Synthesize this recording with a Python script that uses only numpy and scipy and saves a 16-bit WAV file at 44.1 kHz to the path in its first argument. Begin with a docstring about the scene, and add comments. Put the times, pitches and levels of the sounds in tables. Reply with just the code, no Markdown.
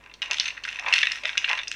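"""Two hands turn damp raw peanuts in a shallow dish on a kitchen counter, over still air and a faint mains hum.
A few soft knocks come first; from 0.2 s a handful lands in sharp clicks, each a noise contact with short rings.
A strong scrape of stick-slip grains at 0.87 s leads into the loudest, densest knocks, up to about 1.1 s.
A tiny rising squeak, a swept sine, follows at 1.23 s; then come more knocks, with another scrape near 1.5 s.
Touches and a high hiss of ticks fill in, soft thuds sit below, the dish rings in its modes, a small room answers."""
import sys
import numpy as np
from scipy import signal
from scipy.fft import rfft, irfft
from scipy.io import wavfile
from scipy.ndimage import uniform_filter1d

SR = 44100
rng = np.random.default_rng(int(sys.argv[2]) if len(sys.argv) > 2 else 0)


def unload_audio(sound):
    """Save the sound as a 16-bit wav file, at the path given as the first command line argument."""
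    columns = np.transpose(np.atleast_2d(sound))
    # keep every value between -1 and 1, then stretch to whole-number steps
    steps = np.round(np.clip(columns, -1, 1) * 32767)
    wavfile.write(sys.argv[1], SR, steps.astype(np.int16))


N = 77175

# Room air colour: f/Hz, relative level/dB
AIR_COLOUR = [(20, 0.5), (70, -4), (150, -3.5), (300, -3), (600, -4.5), (1500, -15.5), (3000, -30),
              (6000, -23), (10000, -30.5), (15500, -35)]
AIR_DB = -61
# Mains hum lines: f/Hz, rms level/dB
HUM_LINES = [(48.6, -64), (98, -70.5)]

# Small hard room: echo gain, decay below and in the treble, build-up time
ROOM_DB, ROOM_T60_S, ROOM_TREBLE_T60_S, ROOM_BUILD_UP_S = -8, 0.23, 0.38, 0.0017

# Modes of the dish: f/Hz, relative level/dB, t60/s
DISH_MODES = [(1020, -13, .12), (1735, -13, .14), (2010, -14, .14), (2415, -14, .14), (2630, -14, .12),
              (2732, -3, .26), (3672, -13, .14), (4361, -9, .1), (5110, -14, .05), (6226, -14, .06)]
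DISH_DB = 2

# Fingers and nuts bumping the bottom of the dish: t/s, level/dB, f/Hz
BUMPS = [(.302, -39, 608), (0.321, -49, 370), (.795, -42.5, 724), (1.031, -45, 560), (1.07, -52, 254)]
BUMP_SWELL_S = 0.0036  # time to the peak, and time constant of the fade

# A damp nut squeaks on the bottom; the jitter is the rms share of the pitch
SQUEAK_AT_S, SQUEAK_S, SQUEAK_DB = 1.228, .045, -39
SQUEAK_START_HZ, SQUEAK_END_HZ, SQUEAK_JITTER = 560, 669, 0.094

# How hard the hands push nuts over the bottom: t/s, relative level/dB
PUSH = [(0, -64), (.06, -56), (.2, -71), (.224, -46), (.286, -53), (.316, -36), (.34, -50.5), (.62, -58.5),
        (.676, -54), (.73, -59), (.848, -42.5), (.872, -31.5), (.935, -39.5), (.99, -52.5), (1.222, -56),
        (1.242, -51.5), (1.36, -53.5), (1.472, -52), (1.496, -33), (1.534, -33.5), (1.546, -43),
        (1.6, -46.5), (1.66, -62.5), (1.75, -64)]
# Scraping colour: f/Hz, relative level/dB
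SCRAPE_COLOUR = [(150, -57.5), (400, -22.5), (540, -2.5), (750, -1.5), (1030, 7), (1280, 0), (1450, 1),
                 (1750, 3), (2700, 0.5), (3300, -27), (4600, -35), (6300, -28), (8000, -43), (15000, -62)]
SCRAPE_DB, SLIPS_PER_S, SLIP_SPREAD_DB = 3, 2100, 9.5

# Colour of the high hiss: f/Hz, relative level/dB
HISS_COLOUR = [(1500, -39), (4000, 1), (6000, 3), (7200, 0.5), (9200, -7.5), (11000, -14.5), (15500, -40)]
HISS_DB, HISS_TICKS_PER_S, HISS_SPREAD_DB = -16, 1500, 9.5

# Small nuts jostling in the heap: t/s, relative level/dB
JOSTLE = [(0, -61.5), (.11, -65), (.21, -63), (.235, -42), (.29, -54), (.33, -41.5), (.48, -38.5),
          (.54, -58), (.62, -60), (.66, -38.5), (.82, -50.5), (.92, -36.5), (.96, -31.5), (1.06, -40.5),
          (1.16, -38.5), (1.22, -51), (1.28, -36.5), (1.36, -50.5), (1.45, -42.5), (1.58, -46), (1.66, -61),
          (1.75, -41)]
JOSTLE_DB = 0.5
# Sizes of nut in the heap: pitch f/Hz, relative level/dB
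NUT_SIZES = [(1550, -6.5), (2050, 9), (2600, 5), (3200, 4), (3900, -11), (5600, 3.5)]
TOUCHES_PER_S, TOUCH_SPREAD_DB, TOUCH_WIDTH_HZ = 700, 4, 650

# Nuts landing and knocking: t/s, relative level/dB, knock pitch f/Hz,
# snap of the shell relative to the knock/dB (before SNAP_DB), decay time constant/s
KNOCKS = [(0.0385, -47, 2510, -8.5, 0.0038), (0.061, -42.5, 2310, -17, 0.0018),
          (0.0962, -45, 2730, -30, 0.003), (0.1136, -44, 2540, -32, 0.0027),
          (0.1388, -40.5, 3170, 4, 0.0054), (0.2186, -22.5, 2850, -9.5, 0.005),
          (0.227, -24, 2860, -11, 0.0028), (0.2578, -32, 2730, -9, 0.0034), (0.303, -35, 2260, -22, 0.0017),
          (0.3114, -21, 2750, 2.5, 0.001), (0.3154, -19, 2670, -12, 0.0033),
          (0.332, -25.5, 2880, 1, 0.0027), (0.343, -25.5, 2510, -3.5, 0.0022),
          (0.3702, -30, 3320, -9, 0.0025), (0.3838, -26, 3070, -4, 0.0012),
          (0.3983, -14.5, 4390, -2, 0.0022), (0.4064, -21.5, 2970, -25, 0.003),
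          (0.4562, -24, 2590, -4.5, 0.0078), (0.4677, -30, 2760, -23, 0.0022),
          (0.4799, -27, 3030, 0, 0.0043), (0.4841, -26.5, 2690, -24, 0.0023),
          (0.504, -28, 2720, -22, 0.0024), (0.5688, -38.5, 2040, -24, 0.0057),
          (0.5765, -32.5, 1770, -19, 0.0027), (0.637, -31.5, 3050, -2.5, 0.0044),
          (0.6407, -32.5, 3100, 2, 0.0023), (0.6507, -25.5, 1647, -13, 0.0019),
          (0.6778, -27.5, 1897, -18, 0.0046), (0.6875, -26.5, 2770, -9.5, 0.0021),
          (0.727, -31.5, 2780, -10, 0.0022), (0.7453, -37, 2720, -21, 0.0025),
          (0.758, -29, 2550, -12.5, 0.0037), (0.7882, -27, 2150, -48, 0.0013),
          (0.7953, -28, 2470, -4, 0.0027), (0.8373, -34, 2340, -19, 0.002),
          (0.862, -22.5, 2320, -45, 0.0074), (0.872, -29, 1910, -23, 0.0041),
          (0.8841, -22.5, 2510, -9.5, 0.0044), (0.9026, -33, 2210, -24, 0.0014),
          (0.9254, -13, 2665, -14, 0.0076), (0.9375, -11, 2780, -1.5, 0.0026),
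          (0.9556, -24, 2730, -15, 0.003), (0.9602, -17.5, 2730, -9, 0.0048),
          (0.9677, -22, 2710, -28, 0.003), (0.9812, -18, 2640, -9.5, 0.0016),
          (0.9876, -19, 2900, -5, 0.0015), (1.0011, -27.5, 2450, -26, 0.0042),
          (1.008, -26, 2860, -6, 0.0033), (1.0153, -21, 2750, -11.5, 0.005),
          (1.0302, -14.5, 2356, -14, 0.0014), (1.0329, -14.5, 2290, -23, 0.00083),
          (1.0552, -23, 2670, -11, 0.0008), (1.0698, -16, 2600, -18, 0.0014),
          (1.0984, -28.5, 2580, -29, 0.0014), (1.1184, -21, 2840, 1, 0.0016),
          (1.1567, -31.5, 2720, -3.5, 0.0017), (1.1836, -36.5, 2300, -6.5, 0.0049),
          (1.236, -30.5, 2390, -7, 0.0028), (1.2492, -28, 2220, -18, 0.002),
          (1.2542, -18.5, 2450, -16, 0.0018), (1.2775, -30, 2360, -11, 0.0056),
          (1.2823, -33, 2400, -31, 0.0028), (1.2924, -22.5, 2290, -30, 0.00086),
          (1.2992, -35, 2460, -4, 0.0026), (1.3299, -30.5, 2670, -23, 0.0019),
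          (1.3532, -31.5, 1860, -28.5, 0.0016), (1.3728, -22, 2400, -16, 0.0013),
          (1.3774, -14, 2850, -5, 0.0028), (1.4158, -35, 2070, -23, 0.0023),
          (1.424, -38, 2510, -17, 0.0046), (1.4432, -16, 2750, -32, 0.0028),
          (1.473, -47, 2280, -25, 0.0016), (1.4777, -27, 2290, -18.5, 0.0023),
          (1.4856, -22, 2590, -36, 0.0017), (1.492, -22.5, 3000, -6, 0.005),
          (1.4965, -24.5, 2020, -13, 0.0045), (1.513, -18, 2590, -17, 0.00091),
          (1.524, -40, 1860, -10, 0.0024), (1.5308, -19.5, 2510, -13.5, 0.00063),
          (1.552, -28.5, 2810, -12, 0.0014), (1.5751, -28, 2590, -9, 0.0034),
          (1.5788, -26, 2270, -14, 0.0033), (1.5886, -25, 2670, -28, 0.0016),
          (1.5943, -29.5, 2670, -23, 0.0016), (1.6015, -35, 2380, -27, 0.003),
          (1.615, -36, 2630, -14, 0.003), (1.6329, -30, 2590, -6, 0.0028),
          (1.6724, -30.5, 2640, -13, 0.0035), (1.68, -26, 5730, -7, 0.0022),
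          (1.7151, -24.5, 2690, -3, 0.00096), (1.7246, -34, 2670, -2, 0.0026)]
# Colour of a nut's contact: f/Hz, relative level/dB
NUT_COLOUR = [(100, -54), (420, -47), (600, -11.5), (1050, -16.5), (1250, -1), (1750, 1), (2350, -0.5),
              (2730, 3.5), (3050, -5), (3600, 0.5), (4350, -4.5), (4700, -14), (5100, -5.5), (5500, -10),
              (5800, -6), (6350, -9), (7000, -21.5), (9200, -28), (11000, -41), (15500, -49)]
KNOCK_DB, KNOCK_OCTAVES = -1.5, 0.46  # trim and bandwidth
CONTACT_S, CHATTER_DB, SOFT_ATTACK_S = 0.00017, -5, .0008  # the attack shortens as the snap brightens
RING_DB = -2.5  # ring at the nut's own pitch
# Side rings at chance pitches around the nut's own
SIDE_RINGS, SIDE_OCTAVES, SIDE_DECAY_S, SIDE_DB = 4, .6, .006, -7
# Snap: trim, lower edge, range of its chance ring and level of that ring
SNAP_DB, SNAP_HZ, SNAP_LOW_HZ, SNAP_HIGH_HZ, SNAP_RING_DB = -3.5, 4275, 4200, 6400, -2

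TOP_HZ = 15800


def undb(db):
    """Decibels to gain."""
    return 10 ** (np.asarray(db) / 20)


def unit(x):
    """Scale to rms 1."""
    return x / np.sqrt(np.mean(x ** 2) + 1e-20)


def even(x, count=200):
    """Match layers by scaling the first samples to a standard deviation of 1."""
    return x / x[:count].std()


def curve(rows):
    """Gain over time, drawn straight in dB between (t/s, level/dB) points."""
    return undb(np.interp(np.arange(N) / SR, *np.array(rows).T))


def colour(x, points, order=4096):
    """Minimum-phase filter through (f/Hz, level/dB) points, by folding the cepstrum."""
    hz, db = np.array(points).T
    f = np.maximum(np.fft.rfftfreq(order, 1 / SR), 1)
    gain = undb(np.interp(np.log(f), np.log(hz), db))
    cepstrum = irfft(np.log(gain))
    cepstrum[1:order // 2] *= 2
    cepstrum[order // 2 + 1:] = 0
    impulse = irfft(np.exp(rfft(cepstrum)))
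    return signal.fftconvolve(x, impulse)[:len(x)]


def band(x, hz, kind, order=2):
    """Butterworth filter."""
    edges = np.clip(hz, 20, SR / 2 - 500)
    return signal.sosfilt(signal.butter(order, edges, kind, fs=SR, output="sos"), x)


def resonance(x, hz, width_hz):
    """One short ring per impact, from a gentle bandpass."""
    return band(x, [hz - width_hz / 2, hz + width_hz / 2], "bandpass", order=1)


def grains(rate, spread_db):
    """Random tiny impacts of uneven size and sign, with an even mean level."""
    hit = rng.random(N) < rate / SR
    size = np.clip(rng.standard_normal(N), -2, 2)
    x = hit * np.sign(rng.standard_normal(N)) * undb(spread_db * size)
    power = np.abs(uniform_filter1d(x ** 2, size=1500))
    return x / np.sqrt(power + 1e-5)


def background():
    """Still room air is coloured noise; the hum is steady sines at chance phases."""
    t = np.arange(N) / SR
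    hum = 0
    for hz, db in HUM_LINES:
        hum = hum + undb(db) * np.sqrt(2) * np.sin(2 * np.pi * (hz * t + rng.random()))
    air = undb(AIR_DB) * unit(colour(rng.standard_normal(N), AIR_COLOUR))
    return hum + air


def kitchen(x, size=22000):
    """A small hard room echoes as a diffuse noise tail, with its own decay in the treble."""
    t, noise = np.arange(size) / SR, rng.standard_normal(size)
    low = band(noise, 4500, "lowpass", order=1)
    low_fade = np.exp(-np.log(1000) * t / ROOM_T60_S)
    treble_fade = np.exp(-np.log(1000) * t / ROOM_TREBLE_T60_S)
    build_up = 1 - np.exp(-(t / ROOM_BUILD_UP_S) ** 2)
    tail = (low * low_fade + (noise - low) * treble_fade) * build_up
    return undb(ROOM_DB) * signal.fftconvolve(x, tail / np.linalg.norm(tail))[:N]


def dish(x, size=16000):
    """The dish rings in decaying modes, damped by the nuts and hands."""
    t = np.arange(size) / SR
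    ring = 0
    for hz, db, t60 in DISH_MODES:
        decay = np.log(1000) / t60
        gain = undb(db + DISH_DB) * 2 * decay / SR  # a slow decay gets no extra gain at the mode
        ring = ring + gain * np.exp(-decay * t) * np.cos(2 * np.pi * hz * t)
    return signal.fftconvolve(x, ring)[:N]


def bumps():
    """Soft low thuds are sines that swell and die in a few cycles."""
    out = 0
    for s, db, hz in BUMPS:
        t = np.maximum(np.arange(N) / SR - s, 0)
        swell = np.e * t / BUMP_SWELL_S * np.exp(-t / BUMP_SWELL_S)  # peaks at 1
        out = out + undb(db) * swell * np.sin(2 * np.pi * hz * t)
    return out


def squeak():
    """A short, unsteady stick-slip is a wavering sine that rises in pitch."""
    progress = np.clip((np.arange(N) / SR - SQUEAK_AT_S) / SQUEAK_S, 0, 1)
    waver = 1 + SQUEAK_JITTER * unit(uniform_filter1d(rng.standard_normal(N), size=150))
    hz = (SQUEAK_START_HZ + (SQUEAK_END_HZ - SQUEAK_START_HZ) * progress) * waver
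    return undb(SQUEAK_DB) * np.sin(np.pi * progress) * np.sin(2 * np.pi * np.cumsum(hz) / SR)


def scrape():
    """Nuts pressed to the bottom stick and slip in a dull, dense rattle."""
    rattle = unit(colour(grains(SLIPS_PER_S, SLIP_SPREAD_DB), SCRAPE_COLOUR))
    return rattle * curve(PUSH) * undb(SCRAPE_DB)


def hiss():
    """A fine, high hiss of tiny ticks follows the level of the jostling."""
    ticks = unit(colour(grains(HISS_TICKS_PER_S, HISS_SPREAD_DB), HISS_COLOUR))
    return ticks * curve(JOSTLE) * undb(HISS_DB)


def jostle():
    """Many soft touches inside the moving heap each ring at the pitch of one nut."""
    touches = grains(TOUCHES_PER_S, TOUCH_SPREAD_DB)
    which = rng.integers(len(NUT_SIZES), size=N)
    heap = 0
    for k, (hz, db) in enumerate(NUT_SIZES):
        heap = heap + undb(db) * resonance(touches * (which == k), hz, TOUCH_WIDTH_HZ)
    return unit(colour(heap, NUT_COLOUR)) * curve(JOSTLE) * undb(JOSTLE_DB)


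def knocks(size=1400):
    """Each landing is a contact, brief chatter, short rings and a bright snap; dull ones start more softly."""
    out, t = np.zeros(N + size), np.arange(size) / SR
    half = 2 ** (KNOCK_OCTAVES / 2)
    noises = rng.standard_normal((len(KNOCKS), size))
    ratios = 2 ** (SIDE_OCTAVES * rng.uniform(-0.99, 1, (len(KNOCKS), SIDE_RINGS)))
    snap_pitches = rng.uniform(SNAP_LOW_HZ, SNAP_HIGH_HZ, len(KNOCKS))
    for (s, db, hz, snap_db, decay_s), noise, ratio, snap_hz in zip(KNOCKS, noises, ratios, snap_pitches):
        bright = undb(snap_db + SNAP_DB)
        fade = np.exp(-t / max(decay_s, .0004))
        attack = 1 - np.exp(-t * (1 + 10 * bright) / SOFT_ATTACK_S)
        edges = [hz / half, hz * half]

        strike = np.exp(-t / CONTACT_S) + undb(CHATTER_DB) * fade
        contact = colour(noise * attack * strike, NUT_COLOUR)
        body = band(contact, edges, "bandpass", order=1)
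        body = band(body, max(SNAP_HZ, hz * half), "lowpass", order=3)
        ring = band(attack * fade * np.sin(2 * np.pi * hz * t), edges, "bandpass")
        side_tones = np.sin(2 * np.pi * hz * np.outer(ratio, t)).sum(axis=0)
        sides = colour(attack * np.exp(-t / SIDE_DECAY_S) * side_tones, NUT_COLOUR)
        knock = even(even(body) + undb(RING_DB) * even(ring) + undb(SIDE_DB) * even(sides))

        snap = even(band(contact, SNAP_HZ, "highpass", order=4))
        snap_ring = colour(attack * fade * np.sin(2 * np.pi * snap_hz * t), NUT_COLOUR)
        snap = even(snap + undb(SNAP_RING_DB) * even(snap_ring))

        mix = (knock + bright * snap) / np.hypot(1, bright)
        i = int(np.clip(s * SR, 0, N - 1))
        out[i:i + size] += undb(db + KNOCK_DB) * mix
    return out[:N]


def scene():
    """Nuts and hiss excite the dish; all of it sounds into the kitchen."""
    nuts = knocks() + jostle() + scrape() + bumps() + squeak()
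    source = nuts + hiss()
    near = source + dish(source)
    return (near + kitchen(near) + background())[None]


def record(dry):
    """The recorder cuts the top with a steep elliptic lowpass."""
    return signal.sosfilt(signal.ellip(10, .2, 80, TOP_HZ, fs=SR, output="sos"), dry)


dry = scene()
out = record(dry)
unload_audio(out)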